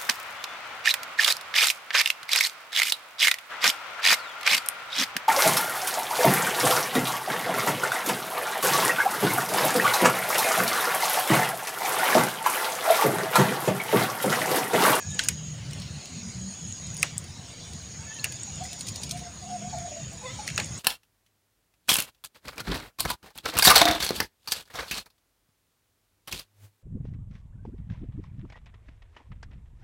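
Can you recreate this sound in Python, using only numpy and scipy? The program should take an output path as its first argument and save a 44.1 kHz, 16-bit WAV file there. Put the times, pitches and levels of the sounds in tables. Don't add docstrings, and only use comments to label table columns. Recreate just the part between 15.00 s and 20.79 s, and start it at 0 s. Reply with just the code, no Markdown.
import sys
import numpy as np
from scipy import signal
from scipy.fft import rfft, irfft
from scipy.io import wavfile
from scipy.ndimage import uniform_filter1d

SR = 44100
rng = np.random.default_rng(int(sys.argv[2]) if len(sys.argv) > 2 else 0)


def natural_amplitude(level_db):
    exponent = np.asarray(level_db, float) / 20
    return 10 ** exponent


def to_wav(s):
    ch = np.atleast_2d(s).T
    pcm = np.round(np.clip(ch, -1, 1) * 32767)
    wavfile.write(sys.argv[1], SR, pcm.astype(np.int16))


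N = 255339

# f/Hz, density/dB per Hz
CRACK_SPECTRUM = [(1760, -57), (3000, 7), (3480, 2.5), (5870, 18.5), (6960, 15), (8930, 17.5), (12900, 0.5),
                  (13500, 3), (15100, 8), (16500, -34)]


def level(x, db):
    return x * natural_amplitude(db) / np.sqrt(np.mean(x ** 2))


def peak(x, db):
    return x * natural_amplitude(db) / np.max(np.abs(x))


def colour(x, points):
    rows = np.array(points, float)
    hz = np.maximum(np.arange(2049) * SR / 4096, 1)
    gain_db = np.interp(np.log(hz), np.log(rows[:, 0]), rows[:, 1])
    cepstrum = irfft(np.log(natural_amplitude(gain_db)))
    cepstrum[1:2048] *= 2
    cepstrum[2049:] = 0
    impulse = irfft(np.exp(rfft(cepstrum)))
    return signal.fftconvolve(x, impulse)[:len(x)]


def band(x, hz, width_hz):
    return signal.lfilter(*signal.iirpeak(hz, hz / width_hz, fs=SR), x)


def walk(rate_hz):
    k = int(SR / rate_hz)
    held = np.repeat(rng.standard_normal(N // k + 1), k)[:N]
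    return 1.16 * uniform_filter1d(uniform_filter1d(held, k), k)


def patches(shape, bins, frames):
    field = rng.standard_normal(shape)
    for axis, size in enumerate((bins, frames)):
        field = uniform_filter1d(uniform_filter1d(field, size, axis=axis), size, axis=axis)
    return field / np.std(field)


def add(track, sound, s):
    i = int(s * SR)
    track[i:i + len(sound)] += sound[:len(track) - i]


def hold(length_s, edge_s):
    return signal.windows.tukey(int(length_s * SR), min(2 * edge_s / length_s, 1))


def swells(table, edge_s):
    out = np.zeros(N)
    for s, length_s, db in table:
        add(out, db * hold(length_s, edge_s), s)
    return out


def distant(x):
    return signal.sosfilt(signal.ellip(8, .3, 50, 15550, fs=SR, output="sos"), x)


def leaves(size=1024):
    # f/Hz, density/dB per Hz
    hiss_spectrum = [(150, -22), (260, 0.5), (427, -6), (489, -4), (643, -5), (712, -3.5), (789, -7),
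                     (1250, -9.5), (2310, -8), (2840, -8.5), (5920, -6), (7140, -13), (9070, -14.5),
                     (12300, -37), (15400, -26)]
    # f/Hz, share
    swell_share = [(300, .3), (1500, .8), (3000, 1.1), (6000, 1), (7500, 1.5), (9500, 1.5), (11000, .2),
                   (16000, .2)]
    # t/s, length/s, rise/dB
    bouts = [
        (.1, 0.31, 3.5),
        (.7, 0.18, 2),
        (1.92, 0.23, 2.5),
        (3.05, 0.81, 1),
        (3.75, 0.55, 1.5),
        (4.6, 0.3, 0.5),
        (5.2, 0.87, 2),
    ]
    overlap = size * 3 // 4
    hiss = colour(rng.standard_normal(N), hiss_spectrum)
    hz, _, spec = signal.stft(hiss, SR, nperseg=size, noverlap=overlap)
    gusts, flickers = patches(spec.shape, 40, 30), patches(spec.shape, 4, 8)
    share = np.interp(hz, *np.transpose(swell_share))[:, None]
    spec = spec * natural_amplitude(share * (0.63 * gusts + 2.7 * flickers))
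    out = distant(signal.istft(spec, nperseg=size, noverlap=overlap)[1][:N])
    inside = signal.sosfilt(signal.butter(4, (1200, 5800), "band", fs=SR, output="sos"), out)
    return out / np.std(inside) * natural_amplitude(-49 + 1.5 + swells(bouts, 0.16))


def cicadas():
    song_db = [-41.5, -42.5, -43.5, -44.5, -39.5]
    # t/s, length/s, rise/dB
    answers = [
        (0, 0.25, 12.5),
        (.8, 1.62, 4),
        (3, 1.26, 9),
        (4.4, 1.5, 7),
    ]
    period_s, first_stop_s, length_s, rise_s, cut_s = 1.511, 0.62, 1.13, 1, 0.12
    t, near = np.arange(N) / SR, np.zeros(N)
    for k, db in enumerate(song_db):
        left_s = first_stop_s + k * period_s - t
        rise = np.clip((length_s - left_s) / rise_s + 0.45, 0, 1)
        near += natural_amplitude(db) * np.clip(left_s / cut_s, 0, 1) * rise
    far = natural_amplitude(-53 + swells(answers, 0.31))
    out = 0
    for hz, width_hz, gain in ((6662, 320, near), (6833, 360, far)):
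        clicks = rng.standard_normal(N) * (rng.random(N) < .3) * natural_amplitude(0.15 * walk(90))
        ring = band(band(band(clicks, hz, width_hz), hz, 2.4 * width_hz), hz, 2 * width_hz)
        out = out + gain * level(ring, 0)
    return out


def voice(hz, orders, rough, wobble):
    phase = 2 * np.pi * np.cumsum(hz * (1 + wobble - np.mean(wobble))) / SR
    flicker = 1 + rough - np.mean(rough)
    harmonics = sum(natural_amplitude(db) * np.sin(k * phase) for k, db in orders)
    return np.sqrt(2 / np.mean(flicker ** 2)) * flicker * harmonics


def fowl():
    # t/s, length/s, first f/Hz, last f/Hz, level/dB
    crow = [
        (3.463, 0.13, 784, 688, -54.5),
        (3.598, 0.072, 713.4, 704, -39.5),
        (3.653, 0.109, 721, 692, -53),
        (4.105, .2, 689, 702, -45.5),
        (4.413, 0.12, 698, 766, -45.5),
        (4.493, 0.097, 751, 685, -38),
        (4.602, 0.116, 665, 767, -44),
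        (4.71, .19, 706, 694, -39),
        (4.889, 0.12, 694, 657, -44.5),
        (5.088, 0.081, 694, 670, -53.5),
    ]
    # t/s, length/s, f/Hz, level/dB
    far_cock = [
        (0, .1, 830, -53),
        (.05, .16, 860, -54),
        (.2, .12, 840, -56),
        (2.97, .1, 445, -57),
        (3.04, .09, 880, -53),
        (3.095, .1, 888, -44.5),
        (3.18, .12, 870, -53),
        (3.25, .15, 830, -53),
    ]
    # t/s, length/s, f/Hz, level/dB
    clucks = [
        (5.222, .05, 514, -40),
    ]
    # t/s, length/s, f/Hz, level/dB
    cluck_tail = [
        (5.245, .13, 509, -48.5),
    ]
    # t/s, length/s, f/Hz, level/dB
    peeps = [
        (.14, .14, 505, -52),
        (4.5, .05, 830, -52),
        (4.705, .055, 868, -43),
        (4.87, .12, 615, -43),
        (5.21, .03, 860, -48),
        (5.27, .12, 1320, -55),
        (5.4, .12, 1320, -57),
        (5.3, .1, 1010, -54),
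        (5.388, .032, 855, -36),
    ]
    # multiple, level/dB
    crow_orders = [(1, 1), (2, -25.5), (3, -24.5)]
    far_orders = [(1, -15), (2, 0), (3, -10)]
    cluck_orders = [(1, 0), (2, 0), (3, -20), (4, -13), (5, -10)]
    tail_orders = [(1, 0), (2, -5), (3, -20), (4, 1), (5, -14), (7, 0)]
    out, rough, wobble = np.zeros(N), .7 * walk(70), .032 * walk(70)
    for s, length_s, first_hz, last_hz, db in crow:
        shape = hold(length_s, 0.018)
        at = slice(int(s * SR), int(s * SR) + len(shape))
        glide_hz = np.linspace(first_hz, last_hz, len(shape))
        add(out, natural_amplitude(db - 1.0) * shape * voice(glide_hz, crow_orders, rough[at], wobble[at]), s)
    callers = ((far_cock, far_orders), (clucks, cluck_orders), (cluck_tail, tail_orders),
               (peeps, [(0.98, 0.0048)]))
    for table, orders in callers:
        for s, length_s, hz, db in table:
            i, j = int(s * SR), int((s + length_s) * SR)
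            swell = np.sin(np.pi * np.linspace(0, 1, j - i) ** .7)
            add(out, natural_amplitude(db) * swell * voice(hz, orders, rough[i:j], 0.76 * wobble[i:j]), s)
    t, t60_s, wet_db = np.arange(SR // 2) / SR, .14, -9
    echo = rng.standard_normal(len(t)) * natural_amplitude(-60 * t / t60_s) * (t > .012)
    return out + natural_amplitude(wet_db) * signal.fftconvolve(out, echo / np.sqrt(np.sum(echo ** 2)))[:N]


def rumble():
    # f/Hz, density/dB per Hz
    roar_spectrum = [(12, -27), (20, -9), (32, -34), (74, 1), (146, -0.5), (198, -3.5), (262, -15),
                     (347, -26), (420, -31), (550, -42), (920, -120)]
    # t/s, length/s, rise/dB
    surges = [(.03, 0.17, 10), (.23, 0.16, 9.5), (.38, 0.39, 7), (.73, 0.13, 9), (.88, .14, 10.5),
              (1.1, 0.23, 7), (1.32, 0.15, 9.5), (1.55, 0.23, 5), (1.84, 0.16, 5.5), (2.1, 0.14, 6.5),
              (2.24, 0.11, 7.5), (2.67, 0.13, 5), (2.96, 0.17, 4.5), (3.17, 0.53, 4), (3.84, 0.12, 8),
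              (4.0, .19, 8), (4.38, .18, 0), (4.61, 0.13, 8), (4.75, 0.098, 8.5), (5.0, .12, 7),
              (5.28, 0.13, 6.5), (5.48, .4, 8.5)]
    # t/s, length/s, f/Hz, level/dB
    hum = [(.03, 0.14, 149, -34), (.25, 0.67, 154.6, -36.5), (1.08, 0.5, 194, -38),
           (1.052, 0.31, 241.6, -43), (1.454, .1, 245.5, -49), (1.32, 0.21, 151, -70),
           (1.6, 0.68, 155, -43.5), (1.75, 0.31, 189.8, -43.5), (2.58, 0.12, 174, -43),
           (3.5, 0.19, 156, -42), (4.08, 0.14, 162.6, -38), (4.2, 0.57, 205.2, -44.5),
           (4.62, 0.2, 141.8, -38.5), (5.02, 0.088, 159.5, -42), (5.28, 0.12, 182, -37),
           (5.45, 0.31, 159.3, -42)]
    roar = level(colour(rng.standard_normal(N), roar_spectrum) * natural_amplitude(1.0 * walk(14)), -42.5)
    core = 0.76 * band(roar, 117, 140)
    roar = roar - core + core * natural_amplitude(-3.0 + 1.284 * swells(surges, 0.046))
    rough, wobble = .8 * walk(16), .024 * walk(14)
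    for s, length_s, hz, db in hum:
        shape = hold(length_s, 0.095)[:N - int(s * SR)]
        at = slice(int(s * SR), int(s * SR) + len(shape))
        add(roar, shape * voice(hz, [(0.98, db - 3.5)], rough[at], wobble[at]), s)
    return roar


def burst(t, rise_s, fall_s):
    return (1 - np.exp(-t / rise_s)) * np.exp(-t / fall_s)


def drops(table, rise_share, crack_db=1.5, trail=0.067, size=2048):
    # f/Hz, density/dB per Hz
    dull_spectrum = [(1200, -50), (2400, 3), (3000, 2.5), (4500, 7), (6000, 5), (8000, -26)]
    t, out = np.arange(size) / SR, np.zeros(N)
    noise = rng.standard_normal((len(table), 2, size))
    for (s, db, hz, dull_db, ms), (hiss, thud) in zip(table, noise):
        fall_s = max(ms, .3) / 1000
        shape = burst(t, rise_share * fall_s, fall_s)
        shape = shape + trail * burst(t, .001, 0.017)
        shape = shape * natural_amplitude(16.0 * uniform_filter1d(thud, size=40))
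        crack = colour(hiss * shape, CRACK_SPECTRUM)
        ring = band(band(band(hiss * shape, hz, 1300), hz, 1900), hz, 2800)
        tick = peak(crack, crack_db) + peak(ring, -8.5)
        body = peak(colour(thud * shape, dull_spectrum), db + dull_db - 4.0)
        add(out, peak(tick, db) + body, s + .0004)
    return out


def bubble(age_s, hz, life_s, glide=0.0096):
    age_s = np.maximum(age_s, 0)
    ring = np.sin(2 * np.pi * hz * age_s * (1 + glide * age_s / life_s))
    return (1 - np.exp(-age_s / 0.000097)) * np.exp(-age_s / life_s) * ring


def plinks(table, size=4096):
    t, out = np.arange(size) / SR, np.zeros(N)
    for s, db, hz, ms in table:
        base_hz = min(hz, 7000)
        ring = band(band(bubble(t, hz, ms / 1000), hz, .6 * base_hz), hz, .8 * base_hz)
        add(out, natural_amplitude(db + 2.5) * ring, s)
    return out


def slaps(size=4096):
    # t/s, peak/dB, large bubble f/Hz, small bubble f/Hz, crack share/dB
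    hits = [(0.1914, -6.5, 1730, 2930, -7), (0.2855, -13, 1550, 2740, 9.5), (2.0283, -10, 1990, 2500, 2.5),
            (3.2423, -16.5, 1780, 2720, 5), (3.2491, -24, 1770, 2540, 4), (3.2563, -24, 1570, 2730, -10),
            (5.477, -21, 2050, 1990, 1.5), (5.487, -24.5, 1950, 2570, -5), (5.5008, -22, 2094, 2200, -8),
            (5.5771, -9.5, 1347, 2540, -7), (5.599, -16, 1640, 2330, -2)]
    # t/s, peak/dB
    rocks = [
        (.205, -36),
        (.29, -42),
        (2.031, -29.5),
        (3.245, -32.5),
        (5.582, -25),
        (5.603, -34),
    ]
    # f/Hz, density/dB per Hz
    froth_spectrum = [(300, -21), (700, -50), (1300, 0), (2200, 18), (3000, 6.5), (3500, 10), (4400, 13),
                      (6000, -0.5), (8000, -26)]
    spray_spectrum = [(210, 4), (350, -33), (1190, -11), (2850, 11), (3740, -0.5), (6800, 2.5), (8120, 0),
                      (13600, -25), (15200, -22), (16500, -129)]
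    slosh_spectrum = [(250, -11), (450, -2), (800, 0), (1300, -6.5), (2000, 0), (3500, -66)]
    t, out, tau_s = np.arange(size) / SR, np.zeros(N), 1.18 / 1000
    noise = rng.standard_normal((len(hits), 3, size))
    for (s, db, low_hz, high_hz, crack_db), (hiss, churn, mist) in zip(hits, noise):
        snap = burst(t, 0.000078, 0.065 * tau_s) + 0.16 * np.exp(-t / (2.13 * tau_s))
        crack = colour(hiss * snap, CRACK_SPECTRUM)
        large = band(bubble(t, low_hz, 1.8 * tau_s), low_hz, 1000)
        small = band(bubble(t - .0004, high_hz, 1.47 * tau_s), high_hz, 1600)
        pair = natural_amplitude(-6.5) * large + small
        froth = colour(churn * burst(t, 0.00096, 3.34 * tau_s), froth_spectrum)
        spray = colour(mist * burst(t, 0.0024, 0.034), spray_spectrum)
        splash = peak(crack, db + crack_db) + peak(pair, db - 2.5)
        splash = splash + peak(froth, db - 6.0) + peak(spray, db - 18.0)
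        add(out, splash, s + 0.00052)
    for k, (s, db) in enumerate(rocks):
        slosh = colour(noise[k, 1, ::-1] * burst(t, 0.0049, 0.017), slosh_spectrum)
        add(out, peak(slosh, db), s)
    return out


def shakes():
    beats = [
        (3.6528, -37, -34),
        (3.729, -28.5, -42),
        (3.8074, -27, -34),
        (3.884, -26, -31),
        (3.957, -26.5, -39),
        (4.033, -22.5, -35),
        (4.109, -21, -30),
        (4.1896, -34.5, -35.5),
    ]
    lead_s, crisp_ms, soft_ms = 0.0175, 3.3, 6.7
    strokes = [(s, db) for s, db, _ in beats] + [(s - lead_s, db) for s, _, db in beats]
    table = [(s, db, 8850, 2.5, soft_ms if db < -30 else crisp_ms) for s, db in strokes]
    return drops(table, 0.26, crack_db=5.0, trail=0.22)


def bath():
    # t/s, peak/dB, ring f/Hz, dull share/dB
    flung = [(0.057, -52, 8720, -18), (0.1044, -35, 8600, -3), (0.1144, -36, 8280, -7),
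             (0.2359, -23, 8540, -4), (0.709, -33.5, 7950, 5), (0.732, -31, 8450, 3), (0.799, -33, 8550, 0),
             (0.819, -34.5, 9000, 9.5), (1.056, -35, 8900, 11), (1.976, -31, 9500, -10),
             (2.2414, -34, 8600, 1), (2.7333, -33.5, 7800, 4), (2.829, -38, 8170, -13),
             (3.322, -26.5, 9050, -1), (4.785, -34, 8500, 4), (5.131, -33.5, 8460, -28)]
    # t/s, peak/dB, ring f/Hz, dull share/dB
    rings = [
        (0.146, -23.5, 7730, -14),
        (1.867, -33, 8460, -17),
        (1.967, -26, 8950, 2),
        (1.9963, -30, 8500, -23),
        (5.5605, -20.5, 6740, -21),
        (5.6441, -25, 7410, -25),
        (5.778, -28.5, 7800, -26),
        (3.143, -37.5, 9500, -20),
        (3.5567, -31.5, 8700, -7),
    ]
    # t/s, peak/dB, ring f/Hz, dull share/dB, length/ms
    mists = [
        (.2445, -26.5, 8900, -1, 3),
        (.2675, -36, 14800, -15, 2),
        (.2856, -15, 10900, -25, 0.92),
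        (3.2425, -33, 11200, -11, 1.8),
        (1.9405, -34, 9500, -10, 5),
        (2.0215, -23, 8750, -7, 1.3),
        (2.1794, -21, 8100, -28, 0.8),
        (5.468, -34, 9600, 7, 12),
        (5.657, -32, 9500, -19, 2.1),
    ]
    # t/s, peak/dB, f/Hz, life/ms
    bubbles = [(.113, -38, 3650, 9), (.1921, -14, 6900, .7), (.1936, -12, 3200, 1.3),
               (.1922, -15, 1900, 1.5), (.1965, -21, 1500, 4), (.2862, -12, 2650, 1.2),
               (3.196, -31, 4180, 5), (3.4335, -17, 7800, .6), (2.1802, -10, 7900, .6),
               (2.1802, -20, 9600, .5), (2.031, -27, 1250, 4), (2.0295, -17, 2300, 1.5),
               (1.7248, -23, 6800, 1.2), (.2861, -9, 8600, .45), (.2862, -27, 15000, 1),
               (3.8092, -24, 8600, .5), (3.8094, -26, 4100, .8), (3.8826, -24, 6600, .8),
               (3.9598, -26, 5200, .7), (3.96, -27, 8800, .6), (4.1102, -22, 4360, .7),
               (3.652, -38, 1980, 5), (5.3965, -38, 2400, 2), (5.4765, -29, 5800, 1),
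               (5.5785, -24, 6700, 1.2), (5.6, -26, 4400, 1.5), (5.6, -27, 6600, 1),
               (3.2428, -20, 2680, 2.5), (.233, -31, 3200, 2), (.258, -33, 1600, 2), (3.187, -38, 2650, 6),
               (5.5785, -20, 4300, 2), (5.4765, -27, 4400, 2)]
    # t/s, peak/dB, f/Hz, life/ms
    tops = [
        (.2862, -36, 15900, .8),
        (2.0292, -43, 15900, .6),
        (2.1802, -44, 15900, .6),
        (3.2428, -32, 15300, 1),
        (3.2428, -28, 12600, .9),
        (5.5785, -40, 16000, .6),
    ]
    drop_ms = 1.45
    water = slaps() + plinks(bubbles) + shakes() + drops(mists, 0.41)
    water = water + drops([(*row, drop_ms) for row in flung], 0.27)
    water = water + drops([(*row, drop_ms) for row in rings], .2, crack_db=-25)
    return plinks(tops) + distant(water)


def trills():
    # t/s, length/s, f/Hz, level/dB
    spells = [
        (0.75, 0.5, 4180, -50.5),
        (0.34, 0.56, 2990, -54.5),
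        (4.85, 0.13, 5100, -66),
        (.9, .35, 2750, -57.5),
    ]
    out, clicks = np.zeros(N), rng.standard_normal(SR) * (rng.random(SR) < .3)
    for s, length_s, hz, db in spells:
        shape = hold(length_s, 0.067)
        ring = level(band(band(clicks, hz, 500), hz, 900), db)
        add(out, shape * ring[:len(shape)], s)
    return out


def scene():
    mono = leaves() + cicadas() + fowl() + rumble() + bath() + trills()
    return np.array([mono, mono])


def suppress(x, strength=0.48, least_db=-2.5, size=1024, count=3):
    overlap = size * 3 // 4
    spec = signal.stft(x, nperseg=size, noverlap=overlap)[2]
    power = uniform_filter1d(np.abs(spec) ** 2, count, axis=1) + 1e-18
    floor = np.median(power, axis=1, keepdims=True)
    gain = np.sqrt(np.maximum(1 - strength * floor / power, natural_amplitude(2 * least_db)))
    return signal.istft(spec * gain, nperseg=size, noverlap=overlap)[1][:len(x)]


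def band_limit(x):
    return signal.sosfilt(signal.butter(12, 16810, fs=SR, output="sos"), x)


def record(dry):
    heard = signal.sosfilt(signal.ellip(8, .3, 70, 16700, fs=SR, output="sos"), dry[0])
    clean = suppress(heard)
    return band_limit(np.array([clean, clean]))


dry = scene()
out = record(dry)
to_wav(out)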